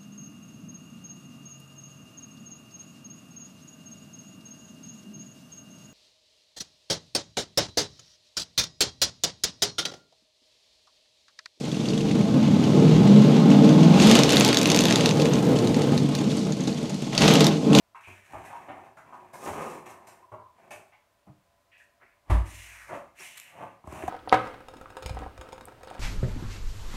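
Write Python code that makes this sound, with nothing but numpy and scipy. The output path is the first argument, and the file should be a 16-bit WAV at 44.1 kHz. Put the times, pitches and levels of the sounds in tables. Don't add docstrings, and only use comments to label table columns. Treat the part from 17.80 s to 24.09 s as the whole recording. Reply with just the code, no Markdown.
import sys
import numpy as np
from scipy import signal
from scipy.io import wavfile
from scipy.ndimage import uniform_filter1d

SR = 44100
rng = np.random.default_rng(int(sys.argv[2]) if len(sys.argv) > 2 else 0)


def generate_wav(sig):
    pcm = np.round(np.clip(np.atleast_2d(sig).T, -1, 1) * 32767).astype(np.int16)
    wavfile.write(sys.argv[1], SR, pcm)


N = 277565
TIME_S = np.arange(N) / SR

# start in s, hollow body level in dB, hardness in dB,
# film snap level in dB, clack pitch in Hz.
KNOCKS = [(0.151, -70, 20.5, -74, 1070), (0.27, -52, -8, -65, 2620), (0.531, -41, -5, -72, 1740),
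          (0.649, -63.5, 16, -60, 2330), (0.883, -42.5, 0, -86, 1010), (1.168, -52.5, 3, -68.5, 1550),
          (1.33, -57, -4, -73.5, 1180), (1.532, -44.5, -1, -57, 2020), (1.67, -34, -3, -53, 900),
          (2.056, -49, 0.5, -59.5, 2500), (2.091, -51.5, -2.5, -60, 1670), (2.268, -58, 2.5, -58.5, 2120),
          (2.516, -44.5, -4, -77, 1060), (2.905, -45.5, 3, -54.5, 2750)]
# start in s, hollow body level in dB, hardness in dB,
# grit level in dB, clack pitch in Hz.
STEPS = [(3.466, -58, -15, -88, 600), (4.21, -63.5, 6, -95, 1100), (5.089, -44, 0, -77, 1580),
         (5.394, -55, 2.5, -82, 1280)]
# start in s, hollow body level in dB, hardness in dB,
# snap level in dB, clack pitch in Hz.
BUCKLES = [(6.04, -53.5, -9.5, -90, 900), (6.072, -46, -11, -66.5, 910), (6.123, -46, -9.5, -61, 1000),
           (6.223, -44.5, 1, -68, 2410), (6.236, -38.5, -6, -66, 910), (6.278, -36.5, -4, -55.5, 2320)]
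THUD_DB, CLACK_DB = -14, -4

# start in s, length in s, rise in s, scrape level in dB,
# level of the crinkle's film part in dB, the pack's own note in Hz; levels before the sag.
SHOVES = [(0.198, 0.31, 0.011, -79.5, -71, 990), (0.462, 0.38, 0.072, -50, -69, 820),
          (0.841, 0.23, 0.04, -49.5, -75, 835), (1.204, 0.29, 0.075, -55, -79, 980),
          (2, 0.41, 0.018, -57, -82.5, 990), (2.69, 0.34, 0.11, -59, -82.5, 640)]
SHOVE_SAG_DB, SHOVE_RELEASE_S = 4.5, 0.022
SCRAPE_CUT_HZ = 43
# start in s, length in s, level before the sag in dB,
# pitch in Hz, sharpness Q.
CHAFES = [(0.146, 0.023, -47, 1030, 3.2), (0.236, 0.079, -53, 2420, 7.6), (0.703, 0.081, -46.5, 890, 3),
          (1.324, 0.038, -47, 945, 3.1), (2.421, 0.017, -46, 1000, 21), (2.53, 0.141, -55, 1014, 13),
          (3.118, 0.041, -62.5, 2172, 4.1), (3.124, 0.025, -59.5, 840, 3.5)]
# time in s, rumble level in dB, crinkle level in dB.
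DRAWER_PUSH = [(1.53, -60.5, -68), (1.65, -41, -51.5), (1.675, -38, -60), (1.72, -46, -57.5),
               (1.76, -39, -57), (1.88, -44, -59.5), (2.0, -51.5, -70.5)]

# start in s, length in s, level before the sag in dB,
# pitch in Hz, sharpness Q.
SCUFFS = [(3.915, 0.11, -60.5, 2480, 6), (3.917, 0.05, -60.5, 1860, 7), (3.998, 0.031, -59, 1780, 6.7),
          (4.0, 0.028, -69, 2540, 9), (3.975, 0.073, -72, 7500, 1.5), (4.672, 0.033, -56.5, 8850, 19),
          (5.398, 0.0042, -45, 5660, 7.2)]
# start in s, length in s, rise in s, rasp in dB, hiss in dB,
# slowing in dB, top rasp centre in Hz, its fall in Hz per s; levels before speed and slowing.
DRAGS = [(4.192, 0.045, 0.041, -36, -88, 18, 2110, 1550), (4.624, 0.55, 0.038, -52, -49.5, 1.5, 2460, 2100),
         (5.334, 0.59, 0.057, -46.5, -45.5, 20, 2560, 1010)]
DRAG_RELEASE_S, PUSH_OFF_S, CLIMB_HZ_PER_S, HISS_SAG_DB_PER_S = 0.037, 0.13, 3900, 29
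# fullest at in s, level of the hollow part in dB, swell in s.
TREADS = [(5.136, -35.5, 0.019), (5.824, -38.5, 0.038)]
TREAD_FADE_S = 0.036

# centre in s, level before the ring in dB,
# spread in s.
CREASES = [(5.5772, -37.5, 0.0037), (5.582, -39, 0.00067), (5.6001, -30, 0.00052)]
# frequency in Hz, gain in dB.
CREASE_RING = [(400, -30), (1400, 2), (6500, -6.5), (8400, 4), (10400, -7.5), (12400, 0), (15600, -22)]
# time in s, level of the rub's hollow part in dB,
# level of the crinkle's film part in dB.
RUMMAGE = [(6.05, -60, -76.5), (6.11, -51, -63.5), (6.16, -42.5, -58), (6.3, -52.5, -63.5)]

DOOR_S = 4.4975
# frequency in Hz, starting level before the swell and the seal's
# grip in dB, t60 in s, rise in s.
DOOR_MODES = [(57, 6.5, 0.34, 0.22), (92.2, -9, 0.15, 0.013), (181.9, -37, 1, 0.031)]
# frequency in Hz,
# starting level before the swell in dB, t60 in s.
STANDING_WAVES = [(56.5, -36, 1.25), (60.4, -43, 0.5), (92.6, -27.5, 0.59), (99.3, -37, 1.03)]
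# frequency in Hz, width in Hz, lift in dB.
PANELS = [(577, 60, 5.5), (963, 46, 4), (1180, 86, 3.5)]

# start in s, note in Hz,
# starting level before the swell in dB, t60 in s.
BUMPS = [(0.271, 94.7, -49, 0.48), (2.521, 114, -44.5, 0.16), (3.472, 304, -51, 0.3),
         (3.494, 138, -39, 0.12), (6.066, 70.6, -42, 0.3), (6.236, 363, -23, 0.045),
         (6.279, 750, -21, 0.069)]

# frequency in Hz, relative level in dB.
THUD = [(25, -32), (55, -5.5), (100, 5.5), (150, 2.5), (200, 3), (320, -9), (700, -64.5)]
BODY = [(40, -41.5), (100, 3.5), (350, -1), (470, -4), (650, 6.5), (1100, 5), (1400, -7.5), (2500, -8),
        (3500, -34), (8000, -102.5)]
CLACK = [(500, -16.5), (1100, 11), (1700, 20.5), (2600, 19.5), (3400, 1.5), (6000, -26.5)]
FILM = [(1760, -25), (3000, -2.5), (4040, 1), (4860, -2), (6000, 5), (9200, 4), (10300, -1), (11400, 0.5),
        (15600, -11)]
SLAM = [(70, -5), (200, -21), (350, -13.5), (480, -29.5), (600, -18), (1100, -15.5), (1400, -27),
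        (1900, -24), (4800, -46), (9400, -44.5), (15600, -59)]
DRAWER = [(65, -25), (150, -4.5), (600, -1.5), (1200, -1.5), (1400, -12.5), (2600, -14.5), (3600, -32.5),
          (8000, -86)]
STILL = [(25, -15), (105, -6), (135, -16), (430, -17.5), (600, -13), (1440, -18), (3100, -24),
         (15600, -33.5)]
STILL_DB = -69.5
# frequency in Hz, width in Hz, lift in dB.
HOLLOW = [(370, 56, 11.5), (613, 130, 4.5)]
# frequency in Hz, t60 in s.
KITCHEN = [(80, 0.58), (500, 0.43), (1400, 0.45), (3700, 0.37), (10000, 0.42)]
RUMBLE_CUT_HZ, EDGE_HZ = 24.4, 15750


def amp(db):
    return 10 ** (np.asarray(db) / 20)


def unit(x, size=None):
    return x / np.sqrt(np.mean(x[:size] ** 2) + 1e-20)


def read(points, hz):
    f, value = np.transpose(points)
    return np.interp(np.log(hz + 1), np.log(f + 1), value)


def fader(rows, axis):
    rows = np.array(rows)
    return amp(np.interp(TIME_S, rows[:, 0], rows[:, axis], left=-120, right=-120))


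def add(mix, at_s, sound):
    part = mix[round(at_s * SR):][:len(sound)]
    part += sound[:len(part)]


def colour(x, spectrum, resonances=(), size=4096):
    hz = abs(np.fft.fftfreq(size, 1 / SR))
    db = read(spectrum, hz)
    for f, width_hz, lift_db in resonances:
        db = db + lift_db / (1 + (2 * (hz - f) / width_hz) ** 2)
    response = np.exp(np.conj(signal.hilbert(np.log(amp(db)))))
    impulse = np.fft.ifft(response).real[:size // 2]
    return signal.fftconvolve(x, impulse)[:len(x)]


def room(wet_db, size=26000, spacing=14):
    taps = rng.choice([-1., 1.], size) * (rng.random(size) < 1 / spacing)
    hz, t, bands = signal.stft(taps, SR, nperseg=256)
    decay = amp(-60 * t / read(KITCHEN, hz)[:, None])
    tail = signal.istft(bands * decay, SR, nperseg=256)[1][:size]
    return np.r_[1, np.zeros(SR // 400), amp(wet_db) * tail / np.linalg.norm(tail)]


def heard(x, response):
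    return signal.fftconvolve(x, response)[:len(x)]


def grains(per_s, spread_db):
    size = amp(spread_db * np.minimum(rng.exponential(1, N), 4))
    sign = rng.choice([-1., 1.], N)
    return unit(size * sign * (rng.random(N) < per_s / SR))


def burst(fade_s, rise_s, size=26000):
    t = np.arange(size) / SR
    return rng.standard_normal(size) * np.exp(-t / fade_s) * (1 - np.exp(-t / rise_s))


def ring(hz, db, t60_s, rise_s):
    t = np.arange(SR) / SR
    return -amp(db - 60 * t / t60_s) * (1 - np.exp(-t / rise_s)) * np.sin(2 * np.pi * hz * t)


def stroke(length_s, rise_s, sag_db, release_s):
    t = np.arange(SR) / SR
    attack = np.minimum(t / rise_s, 1) ** 2
    hold = amp(-sag_db * np.minimum(t / length_s, 1))
    return attack * hold * np.exp(-np.maximum(t - length_s, 0) / release_s)


def chafing(rows):
    out = np.zeros(N)
    for at_s, length_s, db, hz, q in rows:
        slips = grains(per_s=3000, spread_db=0.5)[:SR]
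        narrowed = signal.lfilter(*signal.iirpeak(hz, q, SR), slips)
        squeak = unit(signal.lfilter(*signal.iirpeak(hz, q / 2, SR), narrowed))
        force = stroke(length_s, rise_s=0.0024, sag_db=4.5, release_s=0.0038)
        add(out, at_s, amp(db) * squeak * force)
    return out


def blows(rows, drum, fade_s, rise_s, wet_db):
    out = np.zeros(N)
    for at_s, db, hardness_db, snap_db, hz in rows:
        contact = heard(burst(fade_s, rise_s), room(wet_db))
        thud = unit(colour(contact, THUD, [drum]), size=4000)
        wall = [(hz, 1.0 * hz, 12)]
        body = unit(colour(contact, BODY, HOLLOW), size=1100)
        clack = unit(colour(contact, CLACK, wall), size=1100)
        snap = unit(colour(contact, FILM), size=1100)
        add(out, at_s, amp(db + THUD_DB - hardness_db) * thud)
        add(out, at_s, amp(db) * body + amp(db + CLACK_DB + hardness_db) * clack + amp(snap_db) * snap)
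    return out


def still_air():
    hum = [(580, 7.3, 16.8), (678.5, 13, 13.9), (1010, 66, 9.6)]  # Hz, width Hz, lift dB
    return amp(STILL_DB) * unit(colour(rng.standard_normal(N), STILL, hum))


def bumps():
    out = np.zeros(N)
    for at_s, hz, db, t60_s in BUMPS:
        add(out, at_s, ring(hz, db, t60_s, rise_s=1 / hz))
    return heard(out, room(wet_db=-16.5))


def drag(length_s, rise_s, rasp_db, hiss_db, slowing_db, top_hz, fall_hz_per_s):
    t = np.arange(SR) / SR
    climb_hz = CLIMB_HZ_PER_S * np.maximum(PUSH_OFF_S - t, 0)
    fall_hz = fall_hz_per_s * np.maximum(t - PUSH_OFF_S, 0)
    centre_hz = top_hz - climb_hz - fall_hz
    speed = np.minimum(t / PUSH_OFF_S, 1)
    jerks = unit(uniform_filter1d(rng.standard_normal(SR), size=900))
    grit = grains(per_s=5000, spread_db=1.0)[:SR] * amp(2.6 * np.tanh(jerks))
    narrow = signal.butter(3, 560, fs=SR, output="sos")

    def moving_band(carrier):
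        return unit((signal.sosfilt(narrow, grit / carrier) * carrier).real)

    turn = np.exp(2j * np.pi * np.cumsum(centre_hz) / SR)
    band = moving_band(turn)
    overtone = moving_band(turn ** 3)
    rasp = amp(rasp_db) * np.sqrt(speed) * (band + amp(-14.5) * unit(colour(grit, BODY)))
    hiss_gain = amp(hiss_db - HISS_SAG_DB_PER_S * t) * speed
    hiss = hiss_gain * (unit(colour(grit, FILM)) + amp(-22) * overtone)
    return (rasp + hiss) * stroke(length_s, rise_s, slowing_db, DRAG_RELEASE_S)


def feet():
    sliding = chafing(SCUFFS)
    for at_s, *row in DRAGS:
        add(sliding, at_s, drag(*row))
    weight = np.zeros(N)
    for full_s, db, swell_s in TREADS:
        weight += amp(db) * np.exp(np.minimum((TIME_S - full_s) / swell_s, (full_s - TIME_S) / TREAD_FADE_S))
    crunch = grains(per_s=1500, spread_db=1.0)
    tread = unit(colour(crunch, BODY, [(550, 114, 9.1)]))
    tread += amp(-38) * unit(colour(crunch, THUD))
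    tread += amp(-9.0) * unit(colour(crunch, CLACK))
    tread += amp(-29.5) * unit(colour(crunch, FILM))
    shuffle = heard(tread * weight + sliding, room(wet_db=-3.0))
    return shuffle + blows(STEPS, drum=(200, 170, 11), fade_s=0.024, rise_s=0.012, wet_db=-9.0)


def bag():
    folds = grains(per_s=4000, spread_db=1.5)
    rub = unit(colour(folds, BODY, HOLLOW)) + amp(-17.0) * unit(colour(folds, THUD, [(73.5, 25, 78)]))
    crinkle = unit(colour(folds, FILM)) + amp(9.0) * unit(colour(folds, CLACK))
    giving = np.zeros(N)
    for at_s, db, spread_s in CREASES:
        giving += amp(db) * np.exp(-abs(TIME_S - at_s) / spread_s)
    crackle = colour(rng.standard_normal(N) * giving, CREASE_RING)
    rummaging = rub * fader(RUMMAGE, axis=1) + crinkle * fader(RUMMAGE, axis=2)
    rustle = heard(crackle + rummaging, room(wet_db=-5))
    return rustle + blows(BUCKLES, drum=(70, 35, 15), fade_s=0.005, rise_s=0.0007, wet_db=-5)


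def door():
    boom = np.zeros(N)
    for mode in DOOR_MODES:
        add(boom, DOOR_S, ring(*mode))
    grip_db = np.interp(TIME_S, [4.615, 4.69], [0, -30])
    boom *= amp(grip_db)
    for hz, db, t60_s in STANDING_WAVES:
        add(boom, DOOR_S, ring(hz, db, t60_s, rise_s=0.043))
    rumble = colour(burst(fade_s=0.077, rise_s=0.0081, size=SR), THUD)
    add(boom, DOOR_S, amp(-48.0) * unit(rumble, size=13000))
    slap = heard(colour(burst(fade_s=0.056, rise_s=0.004), SLAM, PANELS), room(wet_db=-8.5))
    add(boom, DOOR_S, amp(-28.5) * unit(slap, size=2200))
    escaping_air = [(DOOR_S - 0.06, -78), (DOOR_S, -48)]
    return boom + unit(colour(rng.standard_normal(N), SLAM)) * fader(escaping_air, axis=1)


def packs():
    jerks = unit(signal.fftconvolve(rng.standard_normal(N), np.hanning(SR // 25), "same"))
    catching = amp(2.5 * np.tanh(jerks))
    slips = grains(per_s=520, spread_db=2.45) * catching
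    creases = grains(per_s=760, spread_db=2.5) * catching
    film = unit(colour(creases, FILM))
    crinkle = film + amp(9.0) * unit(colour(creases, CLACK))
    bass_cut = signal.butter(2, SCRAPE_CUT_HZ, "highpass", fs=SR, output="sos")
    light_slips = signal.sosfilt(bass_cut, slips)
    sliding = chafing(CHAFES)
    for at_s, length_s, rise_s, scrape_db, film_db, hz in SHOVES:
        force = np.zeros(N)
        add(force, at_s, stroke(length_s, rise_s, SHOVE_SAG_DB, SHOVE_RELEASE_S))
        scrape = unit(colour(light_slips, BODY, HOLLOW + [(hz, 170, 6)]))
        sliding += force * (amp(scrape_db) * scrape + amp(film_db) * crinkle)
    drawer_rumble = unit(colour(slips, DRAWER, [(350.5, 23, 8.8), (590, 42, 6.1)]))
    sliding += drawer_rumble * fader(DRAWER_PUSH, axis=1)
    sliding += film * fader(DRAWER_PUSH, axis=2)
    knocks = blows(KNOCKS, drum=(105, 30, 4), fade_s=0.0091, rise_s=0.0043, wet_db=7.5)
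    return heard(sliding, room(wet_db=2.06)) + knocks


def scene():
    return (still_air() + bumps() + feet() + bag() + door() + packs())[None]


def record(dry):
    bass_cut = signal.butter(2, RUMBLE_CUT_HZ, "highpass", fs=SR, output="sos")
    thinned = signal.sosfilt(bass_cut, dry)
    band_limit = signal.firwin(511, EDGE_HZ, window=("kaiser", 9), fs=SR)
    return signal.oaconvolve(thinned, band_limit[None], "same")


dry = scene()
out = record(dry)
generate_wav(out)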